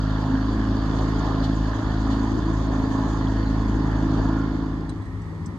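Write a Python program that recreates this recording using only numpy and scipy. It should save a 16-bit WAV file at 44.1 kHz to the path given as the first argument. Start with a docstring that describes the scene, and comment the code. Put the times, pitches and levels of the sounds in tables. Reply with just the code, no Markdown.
"""On board a dinghy, pushed at cruising speed by a small twin-cylinder outboard.
Periodic firing makes the exhaust throb and burble under the stern; valve gear clatters, gears whine and
the shaken cowling growls. Turbulence and ringing bubbles make the wake churn and spit; wind buffets softly.
Wavelets slap the hull. Near the end the ride fades into a quiet marina with a low rumble, a far machine
hum and a few light clinks of metal fittings."""
import sys
import numpy as np
from scipy import signal
from scipy.fft import rfft, irfft, next_fast_len
from scipy.io import wavfile
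from scipy.ndimage import uniform_filter1d

SR = 44100
rng = np.random.default_rng(int(sys.argv[2]) if len(sys.argv) > 2 else 0)


def bounce(signal):
    """Save signal as a 16-bit WAV file at the path given by the first command-line argument."""
    frames = np.transpose(np.atleast_2d(signal))
    limited = np.clip(frames, -1, 1)
    pcm = np.round(limited * 32767).astype(np.int16)
    wavfile.write(sys.argv[1], SR, pcm)


N = 246078
T = np.arange(N) / SR

# engine speed; one cycle is two crank turns and two firings: (time [s], cycle rate [Hz])
CYCLE_RATE = [(0.0, 26.47), (0.3, 26.47), (0.5, 26.72), (0.7, 26.85), (1.2, 26.85), (1.45, 26.89),
              (1.65, 26.77), (2.0, 26.77), (2.15, 26.9), (2.5, 27.03), (2.65, 26.78), (2.8, 26.73),
              (3.0, 26.84), (3.25, 26.76), (3.45, 26.92), (3.8, 26.82), (4.05, 26.72), (4.3, 26.78),
              (4.65, 26.9), (4.9, 26.65)]
# rasp of the exhaust's highest orders, which the burble follows: (time [s], level [dB])
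RASP_LEVEL = [(0.05, -38.5), (0.35, -34.5), (0.5, -30.5), (0.75, -33.5), (0.97, -32.5), (1.12, -30),
              (1.33, -31.5), (1.5, -34), (1.72, -36), (1.87, -34.5), (2.35, -29.5), (2.75, -32),
              (2.95, -31.5), (3.15, -33), (3.4, -30.5), (3.58, -33.5), (3.75, -30.5), (3.9, -30),
              (4.05, -29.5), (4.25, -30.5), (4.5, -27.5), (4.8, -27)]
# common surge of clatter, growl and propeller churn: (time [s], level [dB])
SURGE_LEVEL = [(0.03, -44), (0.17, -41), (0.5, -42.5), (0.85, -41), (1.0, -39), (1.12, -41), (1.25, -38.3),
               (1.45, -39.5), (1.6, -43), (1.74, -38.8), (2.0, -42.5), (2.15, -40.5), (2.6, -41.5),
               (2.75, -40), (3.1, -39.8), (3.3, -42.5), (3.45, -42.5), (3.6, -41), (3.78, -43),
               (3.95, -40.5), (4.08, -41.3), (4.27, -39), (4.5, -41.5), (4.8, -39.5)]
# level difference between the channels: (frequency [Hz], left minus right [dB])
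BALANCE = [(60, 5.5), (100, 2.5), (180, -1.5), (310, 9), (530, 6), (910, -4.5), (1560, -3), (2680, -2),
           (4620, 0), (7950, 0)]
# phase difference between the channels: (frequency [Hz], lead of the left [rad])
PHASE_LEAD = [(0, 0), (430, .2), (750, -.4), (1200, -.4), (1600, .4), (2050, 3.1), (3100, 6.8), (3550, 7.4),
              (4500, 12.5), (6700, 18.85)]


def amp(db):
    """Decibels to amplitude ratio."""
    return 10 ** (np.asarray(db) / 20)


def unit(x):
    """Normalisation to rms 1."""
    return x / np.sqrt(np.mean(x ** 2) + 1e-20)


def curve(points):
    """Linear interpolation of (time [s], value) points at every sample."""
    return np.interp(T, *np.transpose(points))


def read(points, hz):
    """Interpolation of (frequency [Hz], value) points on a logarithmic frequency axis."""
    f, value = np.transpose(points)
    return np.interp(np.log(hz + 1), np.log(f + 1), value)


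def ramp(start_s, length_s):
    """A linear rise from 0 to 1."""
    return np.clip((T - start_s) / length_s, 0, 1)


def swell(start_s, length_s):
    """A critically damped envelope: a quick rise to 1 and a slower fall."""
    age = np.maximum(T - start_s, 0) / (length_s / 2)
    return age * np.exp(1 - age)


def burst(cycle, at, width):
    """A smooth periodic pulse; its position and width are fractions of the cycle."""
    return np.exp((np.cos(2 * np.pi * (cycle - at)) - 1) / (2 * np.pi * width) ** 2)


def noise():
    """Two uncorrelated white noises."""
    return rng.standard_normal((2, N))


def wander(rate_hz):
    """A random fluctuation of rms 1, band-limited to about rate_hz."""
    hz = np.fft.rfftfreq(4096, T[-1] / 4096)
    slow = irfft(rfft(rng.standard_normal(4096)) * np.exp(-(hz / rate_hz) ** 2))
    return unit(np.interp(T, np.linspace(0, T[-1], len(slow)), slow))


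def strengths(count, spread_db, cap):
    """Random gains whose levels are exponentially distributed, up to cap times spread_db."""
    return amp(spread_db * np.minimum(rng.exponential(1, count), cap))


def add(mix, start_s, sound):
    """Superposition of a stereo sound on the mix."""
    part = mix[:, round(start_s * SR):][:, :sound.shape[1]]
    part += sound[:, :part.shape[1]]


def heard(pair, spectrum):
    """Partly coherent stereo, its mean at rms 1, shaped by (frequency [Hz], relative level [dB]) points."""
    # likeness of left and right: (frequency [Hz], correlation [-1 to 1])
    correlation = [(50, .985), (280, .98), (400, .87), (1050, .87), (1250, .68), (2100, .8), (2450, .3),
                   (2800, .7), (3800, .42), (4500, .78), (6000, .25), (7000, .35), (8200, -.2),
                   (11000, .85)]
    size = next_fast_len(N)
    hz = np.fft.rfftfreq(size, 1 / SR)
    a, b = rfft(pair, size)
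    same = read(correlation, hz)
    mid, side = a * np.sqrt(1 + same), b * np.sqrt(1 - same)
    tilt = amp(read(BALANCE, hz) / 2) * np.exp(.5j * read(PHASE_LEAD, hz))
    channels = np.array([(mid + side) * tilt, (mid - side) / tilt])
    out = irfft(channels * amp(read(spectrum, hz)), size)[:, :N]
    return out / np.std(out.mean(0))


def patchy(x, depth_db, width_hz, length_s):
    """Frequency-selective fading: moving water lets patches of the spectrum swell and sink."""
    frame, hop = 512, 128
    spectra = signal.stft(x, nperseg=frame, noverlap=frame - hop)[2]
    field = rng.standard_normal(spectra.shape[1:])
    for axis, span in enumerate((width_hz * frame / SR, length_s * SR / hop)):
        size = max(round(span), 1)
        field = uniform_filter1d(uniform_filter1d(field, size, axis), size, axis)
    gain = unit(amp(depth_db * unit(field)))
    return signal.istft(spectra * gain, nperseg=frame, noverlap=frame - hop)[1][:, :N]


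def marina(air_db=-43, rumble_db=-35.5):
    """Ambient noise: broadband harbour air, an uneven rumble and the line spectrum of far machinery."""
    # harbour air and its rumble: (frequency [Hz], relative level [dB])
    air_spectrum = [(25, -25), (110, -12.5), (300, -14.5), (470, -27.5), (650, -29), (800, -22.5),
                    (1000, -21.5), (1300, -24.5), (1530, -36), (1900, -22.5), (2600, -44.5), (3600, -39.5),
                    (6300, -47), (9300, -51.5), (10500, -67.5), (15000, -66.5)]
    rumble_spectrum = [(25, -26), (55, -6), (80, 5), (105, 2), (130, -10), (175, -3), (250, -4.5),
                       (350, -17), (450, -24), (800, -67)]
    # tones of the machinery: (frequency [Hz], level [dB])
    hum_tones = [(51.2, -48.5), (102.3, -38.5), (161.5, -40), (177.6, -48.5), (263.8, -52), (349.9, -55.5),
                 (414.5, -54), (554.5, -63), (818, -64), (1007, -61.5)]
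    hum = np.zeros(N)
    for hz, db in hum_tones:
        peak = np.sqrt(2) * amp(db + 2 * wander(3.9))
        hum += peak * np.sin(2 * np.pi * hz * T + .5 * wander(9.4))
    rumble = heard(noise(), rumble_spectrum) * unit(amp(0.5 * wander(14))) * amp([[1], [-1]])
    return amp(air_db) * heard(noise(), air_spectrum) + amp(rumble_db) * rumble + hum


def clinks(crack_t60=0.047, attack_s=0.0014):
    """Impact excitation: a short crack sets the damped modes of a fitting on a moored boat ringing."""
    # modes of each of two metal fittings: (frequency [Hz], relative level [dB], decay time T60 [s])
    fittings = [
        [(3402, -14, .09), (3967, 2.5, .06), (4130, -5, .04), (8300, 1, .04), (8900, -11, .04),
         (9700, -14, .035), (10400, -15, .04)],
        [(5136, -3, .04), (5970, -2.5, .065), (6379, -10, .04), (7700, 3.5, .02), (7989, -1, .04)],
    ]
    # impacts on each fitting: (time [s], level [dB], lower edge of the crack [Hz])
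    impacts = [
        [(4.893, -43.5, 2800), (5.02, -59, 3400), (5.056, -60, 3000)],
        [(5.217, -58, 4400), (5.459, -43, 4970)],
    ]
    out, t = np.zeros((2, N)), np.arange(8192) / SR
    bins = np.fft.rfftfreq(len(t), 1 / SR)
    for modes, hits in zip(fittings, impacts):
        for s, db, low_hz in hits:
            band = [(low_hz * 0.62, -22), (low_hz, -1), (8200, 0), (9000, -11), (11000, -18), (15000, -28)]
            colour = amp(read(band, bins)) * np.minimum(bins / low_hz, 1)
            crack = unit(irfft(rfft(rng.standard_normal((2, len(t)))) * colour))
            clink = crack * amp(-60 * t / crack_t60)
            for hz, mode_db, t60 in modes:
                phase = 2 * np.pi * hz * t + rng.uniform(0, np.pi, (2, 1))
                clink += amp(mode_db - 60 * t / t60) * np.sin(phase)
            add(out, s, amp(db) * clink * (1 - np.exp(-t / attack_s)))
    return out


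def wind(db=-39.5, gust_db=3.5):
    """Turbulent pressure fluctuations: wind buffets the microphones in soft, low lumps."""
    spectrum = [(12, -32.5), (28, -10.5), (42, -1), (70, -2.5), (150, -13), (500, -62.5)]
    return amp(db + gust_db * wander(43)) * heard(noise(), spectrum)


def slaps():
    """Water impact: each wavelet on a hull is a hollow noise transient about an octave wide."""
    # (time [s], level [dB], length [s], centre frequency [Hz])
    wavelets = [(0.98, -39, 0.04, 620), (1.27, -37, 0.08, 300), (2.29, -34, 0.06, 260),
                (2.69, -36.5, 0.05, 520), (4.15, -34, 0.07, 280), (5.315, -47, 0.038, 420)]
    out = np.zeros((2, N))
    for s, db, length, hz in wavelets:
        hollow = [(hz / 3, -25), (hz / 1.4, -2), (hz * 1.4, 0), (hz * 4, -70)]
        out += amp(db) * swell(s, length) * heard(noise(), hollow)
    return out


def spatter(db=-82, per_s=40):
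    """Shot noise: fine drops land close by at random in a faint, bright patter."""
    hits = (rng.random(N) < per_s / SR) * strengths(N, spread_db=5, cap=3)
    return amp(db) * heard(hits * noise(), [(2000, -24), (5000, 9.5), (15000, -9.5)])


def bubble(t, hz, cycles, glide=3, phase=0):
    """Bubble resonance: a sinusoid that rises in pitch and decays by 1/e in the given cycles."""
    return np.exp(-t * hz / cycles) * np.sin(2 * np.pi * hz * t * (1 + glide * t) + phase)


def droplets(per_s=700, sizes=28, tries=600):
    """Random superposition of tiny bubbles, each size ringing at its own resonance."""
    out, t = np.zeros((2, N)), np.arange(1024) / SR
    for hz in np.geomspace(2700, 7500, sizes):
        at = rng.integers(0, N, tries)
        strength = strengths(tries, spread_db=0, cap=3)  # all equally strong
        occurs = rng.random(tries) < per_s * T[-1] / sizes / tries
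        train = np.zeros((2, N))
        train[rng.integers(0, 2, tries), at] = strength * occurs
        out += signal.oaconvolve(train, bubble(t, hz, cycles=14)[None], axes=1)[:, :N]
    return unit(out)


def fizz(flicker_db=2):
    """Amplitude-modulated noise and bubble resonances: the finest foam hisses in uneven spits."""
    # (time [s], level [dB])
    foam_level = [(0.1, -62), (0.8, -63.5), (1.0, -58), (1.35, -63), (1.53, -60), (1.8, -61), (2.1, -60),
                  (2.6, -59.5), (3.15, -59), (3.5, -62), (4.15, -62), (4.5, -65)]
    spectrum = [(4500, -30), (5600, -7), (6300, 0), (7000, -1.5), (7600, -13), (8200, -11),
                (9200, -36), (15000, -42)]
    gain = amp(curve(foam_level) + flicker_db * wander(22))
    return gain * heard(noise() + .4 * droplets(), spectrum)


def spray(cycle):
    """Broadband noise of foam and droplets; periodic modulation adds the bright edge of the valve ticks."""
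    # (frequency [Hz], relative level [dB])
    spectrum = [(1500, -16), (2300, -26.5), (2700, -8), (3000, -1), (3480, 2.5), (3900, -0.5), (4550, 1),
                (5100, -2.5), (5600, -10.5), (6300, -12), (7000, -15.5), (7600, -23), (8100, -20.5),
                (9200, -45), (15000, -33)]
    # the spray builds, then slowly settles: (time [s], level [dB])
    level = [(0, -49.5), (0.5, -50), (1.2, -48.5), (1.7, -50), (2.2, -51), (2.7, -52.5), (3.2, -50.5),
             (3.85, -53), (4.15, -50.5), (4.8, -51)]
    ticks = 1 + 0.61 * burst(cycle, 0.35, 0.026) + 0.36 * burst(cycle, 0.94, 0.13)
    foam = heard(noise() * ticks + 0.14 * droplets(), spectrum)
    return amp(curve(level)) * patchy(foam, depth_db=1.5, width_hz=350, length_s=0.033)


def splashes():
    """Granular noise transients: each splash off the stern is a quick shower of uneven drops."""
    # (time [s], level [dB], length [s])
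    showers = [(.982, -46.5, .014), (1.235, -48.5, .045), (1.423, -47, .018), (1.437, -45, .022),
               (2.098, -47, .045)]
    spectrum = [(2000, -26), (2600, -12), (3150, 1.5), (4600, 1.5), (5600, -10), (7000, -10),
                (9000, -29), (15000, -33)]
    envelope = sum(amp(db) * swell(s, length) for s, db, length in showers)
    return envelope * heard(noise() * strengths(N, spread_db=2, cap=5), spectrum)


def plinks(attack_s=0.00065):
    """Damped resonances: each drop traps a resonating bubble that plinks, and wavelets knock short, low notes
    from the hull."""
    # (time [s], level [dB], frequency [Hz], decay [cycles]); the rows below 1.3 kHz are wavelet knocks on the
    # hull
    rings = [(.357, -35, 3060, 5.9), (.433, -39, 4400, 12), (.768, -34, 4550, 13), (.986, -47, 4380, 11),
             (1.205, -35, 3520, 12), (1.4025, -30, 4620, 12), (1.553, -39, 7200, 14),
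             (2.0705, -21, 700, 1.3), (2.074, -18.5, 1220, 1.9), (2.195, -37, 4450, 13),
             (3.211, -17.5, 1050, 1.9), (3.271, -31, 3260, 7.2)]
    out, t = np.zeros((2, N)), np.arange(2048) / SR
    for s, db, hz, cycles in rings:
        lead = read(PHASE_LEAD, hz) * np.array([[.5], [-.5]])
        add(out, s, amp(db) * bubble(t, hz, cycles, phase=lead) * (1 - np.exp(-t / attack_s)))
    return out


def gurgles(per_s=90, sizes=20, tries=300):
    """Larger bubbles resonate lower: each is a short rising note in the propeller wash."""
    out, t = np.zeros(N), np.arange(4096) / SR
    for hz in np.geomspace(450, 1800, sizes):
        at = rng.integers(0, N, tries)
        strength = strengths(tries, spread_db=3, cap=2)
        occurs = rng.random(tries) < per_s * T[-1] / sizes / tries
        train = np.zeros(N)
        train[at] = strength * occurs
        ring = hz * (1 - np.exp(-t * hz / 2)) * bubble(t, hz, cycles=11, glide=2.5)
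        out += signal.oaconvolve(train, ring)[:N]
    return unit(out)


def churn(gain_db=2.3, bubbles_db=-5):
    """Turbulence noise: the propeller tears up the water in quick lumps and gurgles."""
    # (frequency [Hz], relative level [dB])
    spectrum = [(200, -10), (450, -0.5), (520, -6), (680, -2), (780, -7.5), (1030, -3.5), (1500, -14.5),
                (1750, -8), (2050, -19.5), (2600, -25.5), (4000, -54.5)]
    bubbles = heard(np.array([gurgles(), gurgles()]), spectrum)
    wash = patchy(heard(noise(), spectrum), depth_db=1.3, width_hz=300, length_s=0.02)
    return amp(curve(SURGE_LEVEL) + gain_db) * (wash + amp(bubbles_db) * bubbles)


def whine(cycle, order=40, tone_db=-6, resonance_db=-6.5):
    """Gear meshing: a fluttering tone at one engine order, and a cowling resonance that swells with it."""
    # the whine under changing load: (time [s], level [dB])
    level = [(0.5, -61), (0.9, -42), (1.45, -41.5), (1.58, -51), (1.69, -40), (1.85, -48), (2.8, -41.5),
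             (3.07, -37.5), (3.3, -44.5), (4.25, -41), (4.7, -44)]
    tone = np.cos(2 * np.pi * order * cycle + wander(18)) * amp([[-2], [2]])
    band = [(850, -39), (980, 3), (1050, 5.5), (1100, -2.5), (1200, -42.5), (2500, -65.5)]
    return amp(curve(level)) * (amp(tone_db) * tone + amp(resonance_db) * heard(noise(), band))


def partials(cycle, orders, flutter_rad, waver_db):
    """Harmonics of the engine cycle in stereo, each with its own amplitude and phase modulation."""
    out, sides = np.zeros((2, N)), np.array([[.5], [-.5]])
    for order, db in orders:
        hz = order * np.mean(CYCLE_RATE, axis=0)[1]
        phase = 2 * np.pi * (order * cycle + rng.random()) + flutter_rad * wander(13)
        gain = amp(db + waver_db * wander(5.7) + sides * read(BALANCE, hz))
        out += gain * np.cos(phase + sides * read(PHASE_LEAD, hz))
    return out


def growl(cycle, gain_db=-0.5):
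    """Forced vibration: the block shakes the cowling at engine orders; one panel buzzes on and off."""
    # cowling and panel: (order [multiple of the cycle rate], relative level [dB])
    cowling_orders = [(22, -13.5), (24, -12), (26, -10.5), (27, -12.5), (30, -9), (32, -9.5), (34, -16),
                      (36, -14), (37, -11.5), (38, -8.5), (39, -13.5), (41, -10.5), (42, -12.5),
                      (44, -14.5), (46, -17.5), (48, -17), (62, -19.5), (64, -19.5), (66, -18.5)]
    panel_orders = [(51, -12.5), (52, -2), (54, -3.5)]
    # (time [s], level [dB])
    panel_level = [(0.1, -46), (0.45, -55.5), (0.8, -48), (1.35, -52.5), (1.7, -54), (2.0, -47.5),
                   (2.6, -59), (3.45, -52), (3.8, -52), (4.15, -57), (4.4, -41.5), (4.8, -47.5)]
    cowling_gain = amp(curve(SURGE_LEVEL) + gain_db + 1.5 * wander(5))
    cowling = partials(cycle, cowling_orders, flutter_rad=0.81, waver_db=1.5)
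    panel = partials(cycle, panel_orders, flutter_rad=0.67, waver_db=3.5)
    return cowling_gain * cowling + amp(curve(panel_level)) * panel


def clatter(cycle, gain_db=-0.5):
    """Periodic impacts: gears and valves strike at set crank angles and excite the cowling's resonances."""
    # response of the cowling: (frequency [Hz], relative level [dB])
    response = [(400, -25.5), (750, -10), (880, -1.5), (1050, -5.5), (1250, -5), (1400, -10), (1560, -11.5),
                (1750, -9.5), (2050, -13), (2600, -35), (4000, -61.5)]
    angles = np.linspace(0, 1, 1600)
    blows = np.zeros((2, N))
    for pattern in rng.standard_normal((4, 2, len(angles))):  # repeating patterns in a drifting blend
        blows += wander(2.1) * np.array([np.interp(cycle % 1, angles, row) for row in pattern])
    valves = 1 + 1.6 * (burst(cycle, 0.38, 0.034) + 0.41 * burst(cycle, 0.94, 0.13))
    rattle = heard((unit(blows) + 1.26 * noise()) * valves, response)
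    return amp(curve(SURGE_LEVEL) + gain_db) * patchy(rattle, depth_db=2, width_hz=400, length_s=0.11)


def burble(cycle, gain_db=-3):
    """Pulsating flow noise: gas breaks out of the water in gulps, strongest on one cylinder's firing."""
    # (frequency [Hz], relative level [dB])
    spectrum = [(20, -24), (45, 3.5), (80, 10.5), (130, -0.5), (190, 6), (250, 4), (320, 4.5), (380, -6),
                (500, -21), (900, -61.5)]
    gulps = 0.19 + 0.14 * burst(cycle, 0.02, 0.17) + 2 * burst(cycle, 0.7, 0.18)
    return amp(curve(RASP_LEVEL) + gain_db) * heard(noise() * gulps, spectrum)


def pitching():
    """Slow modulation, in dB: each wave under the stern lowers the boom and shifts the ring above it."""
    # (middle time [s], length [s], sink of the boom [dB], lift of the ring [dB])
    waves = [(0.6, 0.67, 18, 5), (1.774, 0.26, 18, -8), (2.187, 0.71, 12, 5.5), (2.875, 0.66, 6.5, 3),
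             (3.377, 0.33, 10.5, 4.5), (3.691, 0.25, 17, 8)]
    return sum(np.outer([-sink_db, lift_db], np.sin(np.pi * ramp(s - length / 2, length)) ** 2)
               for s, length, sink_db, lift_db in waves)


def exhaust(cycle, firing_db=-23.5, ring_offset_db=-8.5, jitter_s=0.000093):
    """Fourier series of the firing pulses; the leg's resonances delay the upper orders, so each rings on."""
    # (order [multiple of the cycle rate], relative level [dB])
    orders = [(2, -0.5), (3, -27), (4, -2.5), (5, -19.5), (6, -8), (7, -13), (8, -5), (9, -9), (10, 2),
              (11, -2), (12, -1), (14, -11.5), (16, -13.5), (18, -28.5), (20, -21.5)]
    # resonances of the exhaust's path through the leg: (frequency [Hz], bandwidth [Hz])
    resonances = [(150, 160), (220, 40)]
    # low throb, hull boom and exhaust drone: (time [s], level [dB])
    throb_level = [(0.15, -22.5), (0.45, -24.5), (0.6, -23), (1.1, -23.5), (1.73, -22), (1.8, -38),
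                   (1.87, -22), (2.3, -24.5), (2.55, -22), (2.9, -24.5), (3.4, -22), (3.62, -19.5),
                   (3.85, -23), (4.25, -21.5), (4.6, -24), (4.9, -20)]
    boom_level = [(0, -20.5), (1.1, -19.5), (1.5, -19.5), (3.301, -20), (4.3, -18.5), (4.8, -19.5)]
    drone_level = [(0.05, -29), (0.23, -31), (0.34, -21), (0.52, -31), (0.65, -26.5), (1.24, -31.5),
                   (1.35, -24), (1.74, -33), (1.91, -31.5), (1.94, -32), (2.05, -26.5), (2.36, -26.5),
                   (2.39, -32), (3.0, -24.5), (3.09, -33), (3.21, -28), (3.91, -28), (4.3, -25.5)]
    boom_db, ring_db = curve(boom_level) + pitching()
    band_db = (curve(throb_level), firing_db, boom_db, ring_db + ring_offset_db,
               curve(drone_level), curve(RASP_LEVEL))
    band_starts = [3, 6, 7, 9, 11]  # lowest order of each band above the throb
    strength = 1 + 0.14 * wander(21)  # no two firings are equally strong
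    late_s = jitter_s * wander(38)  # nor do they leave the water evenly
    out = np.zeros(N)
    for order, db in orders:
        hz = order * np.mean(CYCLE_RATE, axis=0)[1]
        lag = sum(np.arctan2(hz * width, centre ** 2 - hz ** 2) for centre, width in resonances)
        odd = order % 2  # moving water shakes the high and the weak odd orders most
        waver_db = (2.14 if odd or order > 10 else 0.9) * wander(10)
        smear = (hz / 1600 + 0.97 * odd * (order < 10)) * wander(5)
        gain = amp(band_db[np.digitize(order, band_starts)] + db + waver_db)
        phase = 2 * np.pi * (order * cycle - hz * late_s) - lag + smear
        out -= gain * np.cos(phase) * (strength if order > 5 else 1)
    return out * amp([[-.25], [.25]])


def scene(fade_start_s=4.185, ride_floor=0.064):
    """Superposition of engine, water and wind, cross-faded into the marina; a trace of the ride lingers."""
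    cycle = np.cumsum(curve(CYCLE_RATE)) / SR
    engine = exhaust(cycle) + burble(cycle) + clatter(cycle) + growl(cycle) + whine(cycle)
    water = churn() + spray(cycle) + fizz() + splashes() + plinks() + spatter()
    ride = (engine + water + wind()) * np.maximum(1 - ramp(fade_start_s, 1), ride_floor)
    return ride + marina() * ramp(fade_start_s, 0.95) + clinks() + slaps()


def record(dry, cutoff_hz=15300):
    """Band limiting by a linear-phase low-pass filter."""
    lowpass = signal.firwin(511, cutoff_hz, window=("kaiser", 9), fs=SR)
    return signal.oaconvolve(dry, lowpass[None], "same")


dry = scene()
out = record(dry)
bounce(out)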